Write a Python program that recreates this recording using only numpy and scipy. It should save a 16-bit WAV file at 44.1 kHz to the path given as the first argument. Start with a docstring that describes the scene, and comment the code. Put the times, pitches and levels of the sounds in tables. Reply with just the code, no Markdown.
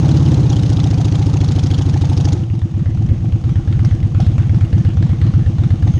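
"""A V-twin motorcycle heard from the saddle, with house fronts echoing and air on the microphone.
First it pulls gently: each exhaust stroke is a thump that glides up as the piston shrinks the cylinder,
gas spits, the shut pipe rings on, the drive rustles. At 2.35 s the throttle shuts and it lopes at idle:
valves tick, the rear cylinder misfires between catches. A breeze sets in near 3 s with one gust.
A faint high squeak comes at the end."""
import sys
import numpy as np
from scipy import signal
from scipy.fft import rfft, irfft, next_fast_len
from scipy.io import wavfile
from scipy.ndimage import uniform_filter1d

SR = 44100
rng = np.random.default_rng(int(sys.argv[2]) if len(sys.argv) > 2 else 0)


def waveform_to_disk(signal):
    """Save audio, clipped to [-1, 1], as 16-bit WAV at the path in sys.argv[1]."""
    frames = np.transpose(np.atleast_2d(signal))
    scaled = np.clip(frames, -1, 1) * 32767
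    samples = np.round(scaled).astype(np.int16)
    wavfile.write(sys.argv[1], SR, samples)


N = 264159
TIME = np.arange(N) / SR
SHUT_S, CRUISE_HZ = 2.35, 13.5  # throttle shuts; cruising four-stroke cycle rate
REAR_LAG_CYCLES = 315 / 720

# Engine speed. Each row: time in seconds, four-stroke cycles per second.
PULL_CYCLE_HZ = [(0, 17.24), (.27, 17.56), (.55, 15.22), (.8, 14.1), (1.1, 14.18), (1.45, 13.43),
                 (1.8, 13.21), (2.02, 12.64), (2.35, 13.18)]
IDLE_CYCLE_HZ = [(2.4, 9.532), (2.55, 8.064), (2.83, 8.636), (4.03, 8.424), (4.47, 8.814), (4.65, 8.305),
                 (5.36, 8.082), (5.79, 8.449), (5.83, 8.79)]
# Charge builds as the idle settles. Each row: time in seconds, blowdown strength 0-1.
IDLE_CHARGE = [(2.4, 0.25), (2.52, 0.32), (3.0, .38), (3.6, 0.48), (4.4, .61), (5.99, 0.59)]
# Rear firings at idle. Each row: time in seconds, blowdown strength 0-1, knock level in dB.
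REAR_CATCHES = [(2.369, .2, -34.5), (2.553, 0.23, -39), (2.794, 0.42, -43), (3.025, 0.29, -37),
                (3.258, 0.33, -41.5), (3.494, 0.45, -37), (3.85, 0.48, -25.5), (4.204, 0.59, -25),
                (4.547, 0.59, -35.5), (4.782, .47, -33.5), (5.027, 0.65, -36), (5.268, 0.51, -33.5),
                (5.394, .41, -46), (5.638, 0.6, -37), (5.877, 0.7, -30)]
# Noise spectra. Each row: frequency in Hz, relative density in dB.
CRACK_SPECTRUM = [(600, -3.5), (1200, -1), (2100, -6), (3000, 0), (5000, -1), (6600, -3), (7600, -12.5),
                  (10000, -19), (12500, -35)]
KNOCK_SPECTRUM = [(200, 15), (320, 2), (500, -11.5), (640, -2), (820, 6), (1000, -12.5), (1600, -16.5),
                  (3000, -28)]
IDLE_DRIVE_SPECTRUM = [(240, -35.5), (400, -6.5), (487, 1.5), (601, -8.5), (784, -2), (928, -15),
                       (1110, -10.5), (1630, -21.5), (2510, -17.5), (3020, -17), (4170, -23), (6530, -23),
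                       (7200, -29), (10700, -41), (11400, -59.5), (14900, -80.5), (22000, -120)]


def stroke(t, cycle_s, blow, cylinder, pipe, bend, fade, attack_s, closing):
    """Pipe and cylinder swing together, ever faster as the piston rises, until the valve shuts."""
    # Modes struck by the blowdown. Each row: frequency in Hz, width in Hz, signed gain.
    open_pipe = [(290.7, 23.7, -0.21), (489, 45, 0.098), (787, 61, 0.069)]
    open_hz, shut_hz, open_share, swell, shut_kick, open_kick, overtone = cylinder
    open_s = open_share * cycle_s
    travel = np.clip(t / open_s, 0, 1.4)
    turns = open_hz * t + (shut_hz - open_hz) * open_s * travel ** bend / bend
    valve = step(t / attack_s + .39) * step((1 - travel) / closing)
    swing = -np.cos(2 * np.pi * turns) * valve * (blow * np.exp(-fade * travel) + swell * travel ** 2)
    lift = np.sin(np.pi * np.minimum(travel, 1)) ** 4
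    rasp = -overtone * blow * lift * np.cos(6 * np.pi * turns)  # full lift sharpens the wave
    return swing + rasp + shut_kick * ring(t - open_s, pipe) + open_kick * blow * ring(t, open_pipe)


def pull_firings():
    """Front and rear firing times under throttle; the rear lags by 315 crank degrees."""
    phase = .55 + np.cumsum(curve(PULL_CYCLE_HZ, TIME)) / SR
    cycles = np.arange(1, int(np.interp(SHUT_S, TIME, phase)) + 1)
    front_s = np.interp(cycles, phase, TIME)
    rear_s = np.interp(cycles - 1 + REAR_LAG_CYCLES, phase, TIME, left=-.006)
    return front_s, rear_s


def pull_thumps(front_s, rear_s):
    """Both cylinders fire hard; the pipe rings out as the throttle shuts."""
    # Pipe modes. Each row: frequency in Hz, width in Hz, gain.
    hot_pipe = [(145.6, 42, 1), (290, 45, .15)]
    ring_out = [(350, 12, 0.096)]
    front = (73.7, 138, .35, -.45, .42, .7, .25)  # cylinder fields: see stroke()
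    rear = (108, 200, .48, -.95, .22, .5, .015)
    thumps = ring(TIME - SHUT_S, ring_out)
    for times, cylinder, trim in ((front_s, front, (0, 0)), (rear_s, rear, (-1.63, .5))):
        for s, chance in zip(times, rng.standard_normal(len(times))):
            i, t = around(s, length_s=.11)
            cycle_hz = curve(PULL_CYCLE_HZ, s)
            heat = (cycle_hz / CRUISE_HZ) ** .21  # hotter gas raises the pitch
            thump = stroke(heat * t, heat / cycle_hz, 1 + .05 * chance, cylinder, hot_pipe,
                           bend=2.15, fade=.05, attack_s=.0011, closing=.2)
            thumps[i] += thump * undb(speed_db(s, -4.5, .071) + speed_db(s, *trim))
    return thumps


def pull_gas(front_s, rear_s):
    """Gas cracks at each blowdown and roars in the pipe; a hollow knock leads each rear thump."""
    # Each row: delay in seconds, decay in seconds, gain in dB.
    crack_spits = [(-.0025, 0.0074, -1.5), (.0045, 0.00598, 4.5)]
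    roar_spits = [(.004, 0.024, 0)]
    knock_spits = [(-0.009, 0.0087, 1.8)]
    # Each row: frequency in Hz, relative density in dB.
    roar_spectrum = [(170, -0.5), (230, 9.5), (380, -6), (480, -10), (600, -16.5), (1200, -22.5)]
    times = np.sort(np.r_[front_s, rear_s])
    crack_db = speed_db(times, -34.5, -.53) + 2 * rng.standard_normal(len(times))
    roar_db, knock_db = speed_db(times, -29, 2.63), speed_db(rear_s, -25.5, -1.1)
    crack = bursts(times, crack_db, crack_spits, CRACK_SPECTRUM, tint_db=4.5, rise_s=.0006)
    roar = bursts(times, roar_db, roar_spits, roar_spectrum, tint_db=3.5, rise_s=.0017)
    knock = bursts(rear_s, knock_db, knock_spits, KNOCK_SPECTRUM, tint_db=3.5, rise_s=.0014)
    return crack + roar + knock


def idle_strokes():
    """Times, strengths and cylinders at idle, rear and front in turn; a misfire only pushes gas out."""
    # Each: opening Hz, shutting Hz, open share of cycle, late swell, shut kick, open kick, overtone gain.
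    misfire = (96.7, 158, 0.41, 0.1058, 0.0634, -0.02, .013)
    front = (78.7, 144.2, .291, .25, .21, .29, .055)
    rear = (95.7, 184, .273, .16, .076, .4, .013)
    misfire_share, scatter_db, front_misfire_s = .48, 4, 3.2
    fronts = [2.397]
    while fronts[-1] < TIME[-1]:
        fronts.append(fronts[-1] + 1 / curve(IDLE_CYCLE_HZ, fronts[-1]))
    fronts = np.array(fronts[:-1])
    rears = np.r_[2.369, fronts[:-1] + REAR_LAG_CYCLES * np.diff(fronts)]
    strokes = []
    for front_s, rear_s, chance in zip(fronts, rears, rng.standard_normal((len(fronts), 2))):
        weak = misfire_share * curve(IDLE_CHARGE, rear_s) * undb(scatter_db * chance[0])
        caught = [(s, blow, rear) for s, blow, _ in REAR_CATCHES if abs(s - rear_s) < .03]
        strokes += caught or [(rear_s, weak, misfire)]
        share = misfire_share if abs(front_s - front_misfire_s) < .03 else 1
        strokes.append((front_s, share * curve(IDLE_CHARGE, front_s) * (1 + .068 * chance[1]), front))
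    return zip(*strokes)


def idle_thumps(times, blows, cylinders):
    """Uneven exhaust strokes with the throttle shut."""
    # Modes struck by the closing valve. Each row: frequency in Hz, width in Hz, signed gain.
    idle_pipe = [(112.94, 5.2, 0.77), (198, 93, -1.8), (332.3, 12.4, 0.36), (240, 65, -0.0043)]
    thumps = np.zeros(N)
    for s, blow, cylinder in zip(times, blows, cylinders):
        i, t = around(s, length_s=.16)
        cycle_s = (1 + .032 * rng.standard_normal()) / curve(IDLE_CYCLE_HZ, s)
        thumps[i] += stroke(t, cycle_s, blow, cylinder, idle_pipe,
                            bend=3.23, fade=.16, attack_s=.0012, closing=.13)
    return thumps


def idle_gas(times, blows):
    """Gas spits at each blowdown, growing as the 1.4th power of its strength."""
    # Each row: delay in seconds, decay in seconds, gain in dB.
    spits = [(-.002, 0.0052, 7), (.003, 0.085, -7)]
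    # Each row: frequency in Hz, relative density in dB.
    spectrum = [(200, 6), (320, 5.5), (400, 4.5), (500, 2.5), (620, 5.5), (780, -0.5), (1000, 0.5),
                (1400, 2), (2000, .5), (2500, -5), (3300, -5), (5500, -14.5), (8000, -22), (12000, -29)]
    gas_db = -31 + 1.4 * 20 * np.log10(blows) + 1.2 * rng.standard_normal(len(times))
    gas_db[::2] -= 1.5  # rear strokes
    return bursts(times, gas_db, spits, spectrum, tint_db=4.5, rise_s=.0008)


def catches():
    """When the rear cylinder catches, it knocks in the pipe and cracks with a rattling tail."""
    # Each row: delay in seconds, decay in seconds, gain in dB.
    knock_spits = [(-.006, 0.011, 0)]
    crack_spits = [(-.002, .007, -9.5), (.004, 0.06, -18.5)]
    times, _, knock_db = np.transpose(REAR_CATCHES)
    knocks = bursts(times, knock_db, knock_spits, KNOCK_SPECTRUM, tint_db=5.5, rise_s=.00069)
    cracks = bursts(times, knock_db, crack_spits, CRACK_SPECTRUM, tint_db=4.5, rise_s=.00073)
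    return knocks + cracks


def valve_ticks(times):
    """Valves tick as they land on their seats."""
    # Each row: delay in seconds, decay in seconds, level in dB.
    ticks = [(.038, 0.0057, -43)]
    scatter_db = 3 * rng.standard_normal(len(times))
    return bursts(times, scatter_db, ticks, IDLE_DRIVE_SPECTRUM, tint_db=6, rise_s=.00033)


def rustle():
    """Drive and tyres rustle in fine grains, brighter under load, with a thin metallic ring."""
    # Each row: frequency in Hz, relative density in dB.
    pull_spectrum = [(240, -25), (400, -8), (494, 2), (654, -6), (818, -2.5), (1010, -8), (1820, -15.5),
                     (2410, -17), (3020, -16), (4790, -19.5), (5440, -19.5), (6440, -18), (7200, -27),
                     (11000, -39), (11400, -47), (14900, -83.5), (22000, -120)]
    load = step((SHUT_S + .071 - TIME) / .058)
    grains = noise() * undb(1.4 * unit(uniform_filter1d(noise(), size=130)))
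    hiss = load * colour(grains, pull_spectrum) + (1 - load) * colour(grains, IDLE_DRIVE_SPECTRUM)
    metal = undb(-30) * resonance(grains, hz=6500, width_hz=600)
    idle_db = -49.5 + 11.5 * curve(IDLE_CHARGE, TIME)
    return (hiss + metal) * undb(load * speed_db(TIME, -38, .57) + (1 - load) * idle_db)


def squeak(start_s=5.865, level_db=-51.5):
    """Light rubbing excites one high, narrow resonance."""
    return resonance(noise(), hz=6400, width_hz=200) * undb(level_db) * step((TIME - start_s) / .005)


def buffet(calm_db=-37, breeze_db=-25.5, breeze_s=2.8, gust_db=-19, gust_s=3.115):
    """Slow air tumbles over the microphone: calm, then a breeze with one gust."""
    air = colour(noise(), [(18, -8), (40, -6.5), (80, -4.5), (200, -13), (400, -26)])
    breeze = undb(calm_db) + undb(breeze_db) * step((TIME - breeze_s) / .083)
    gust = undb(gust_db) * np.exp(-((TIME - gust_s) / .038) ** 2)
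    return air * (breeze + gust)


def street(x, t60_s, wet_db):
    """House fronts add a dull, scattered echo."""
    t = TIME[:SR // 2]
    echo = rng.standard_normal(len(t)) * undb(-60 * t / t60_s) * step((t - .025) / .0015)
    echo = signal.sosfilt(signal.butter(1, 3500, fs=SR, output="sos"), echo / np.linalg.norm(echo))
    return x + undb(wet_db) * signal.fftconvolve(x, echo)[:N]


def bursts(times, levels_db, spits, spectrum, tint_db, rise_s):
    """Short spits of noise at the given times, each randomly tinted."""
    size = 4096
    track, gain = np.zeros(N + 2 * size), unit(response(spectrum, size))
    t = np.arange(size) / SR - .004
    bin_place, knots = np.sqrt(np.linspace(0, 1, len(gain))), np.linspace(0, 1, 40)
    for delay_s, decay_s, spit_db in spits:
        envelope = step(t / rise_s) * np.exp(-np.maximum(t, 0) / decay_s) * undb(spit_db)
        for s, level_db in zip(times, levels_db):
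            tint = undb(tint_db * np.interp(bin_place, knots, rng.standard_normal(len(knots))))
            hiss = irfft(rfft(rng.standard_normal(size)) * gain * tint)
            start = int((s + delay_s + t[0]) * SR) + size
            track[start:start + size] += (hiss * envelope * undb(level_db))[:len(track) - start]
    return track[size:size + N]


def speed_db(at_s, cruise_db, db_per_hz):
    """Level that follows engine speed under throttle."""
    return cruise_db + db_per_hz * (curve(PULL_CYCLE_HZ, at_s) - CRUISE_HZ)


def ring(t, modes):
    """Damped modes struck at t = 0."""
    t = np.maximum(t, 0)
    return sum(gain * np.sin(2 * np.pi * hz * t) * np.exp(-np.pi * width * t) for hz, width, gain in modes)


def resonance(x, hz, width_hz):
    """Two passes through one resonator, scaled to rms 1."""
    b, a = signal.iirpeak(hz, hz / width_hz, fs=SR)
    return unit(signal.lfilter(b, a, signal.lfilter(b, a, x)))


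def colour(x, spectrum):
    """Filter by a (Hz, dB) spectrum and scale to rms 1."""
    size = next_fast_len(N)
    return unit(irfft(rfft(x, size) * response(spectrum, size), size)[:N])


def response(spectrum, size):
    """Gain per bin of a (Hz, dB) spectrum, falling steeply past its ends."""
    hz, db = np.transpose(spectrum)
    bin_hz = np.maximum(np.arange(size // 2 + 1) * SR / size, 1)
    skirts = 1 / (1 + (hz[0] / bin_hz) ** 4) / (1 + (bin_hz / hz[-1]) ** 4)
    return undb(np.interp(np.log(bin_hz), np.log(hz), db)) * skirts


def around(s, length_s):
    """Sample indices from 12 ms before s to length_s after, and their times from s."""
    i = np.arange(max(int((s - .012) * SR), 0), min(int((s + length_s) * SR), N))
    return i, i / SR - s


def curve(rows, at_s):
    """Interpolate (time, value) rows."""
    return np.interp(at_s, *np.transpose(rows))


def step(x):
    """Smooth rise from 0 to 1."""
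    return .5 + .5 * np.tanh(x)


def noise():
    return rng.standard_normal(N)


def undb(db):
    return 10 ** (np.asarray(db) / 20)


def unit(x):
    return x / np.sqrt(np.mean(x ** 2))


def scene():
    """The engine between house fronts, with rustle, a squeak and moving air."""
    front_s, rear_s = pull_firings()
    pull = pull_thumps(front_s, rear_s) + pull_gas(front_s, rear_s)
    times, blows, cylinders = idle_strokes()
    idle = idle_thumps(times, blows, cylinders) + idle_gas(times, blows) + catches() + valve_ticks(times)
    engine = street(pull + idle, t60_s=.5, wet_db=-17)
    return (engine + rustle() + squeak() + buffet())[None]


def record(dry):
    """Drop the deepest bass, round the tallest peaks, cut the top."""
    low_cut_hz, top_hz, ceiling = 32.4, 11500, .85
    dry = signal.sosfilt(signal.butter(1, low_cut_hz, "high", fs=SR, output="sos"), dry)
    rounded = dry / (1 + (dry / ceiling) ** 6) ** (1 / 6)
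    return signal.sosfilt(signal.ellip(8, .2, 70, top_hz, fs=SR, output="sos"), rounded)


dry = scene()
out = record(dry)
waveform_to_disk(out)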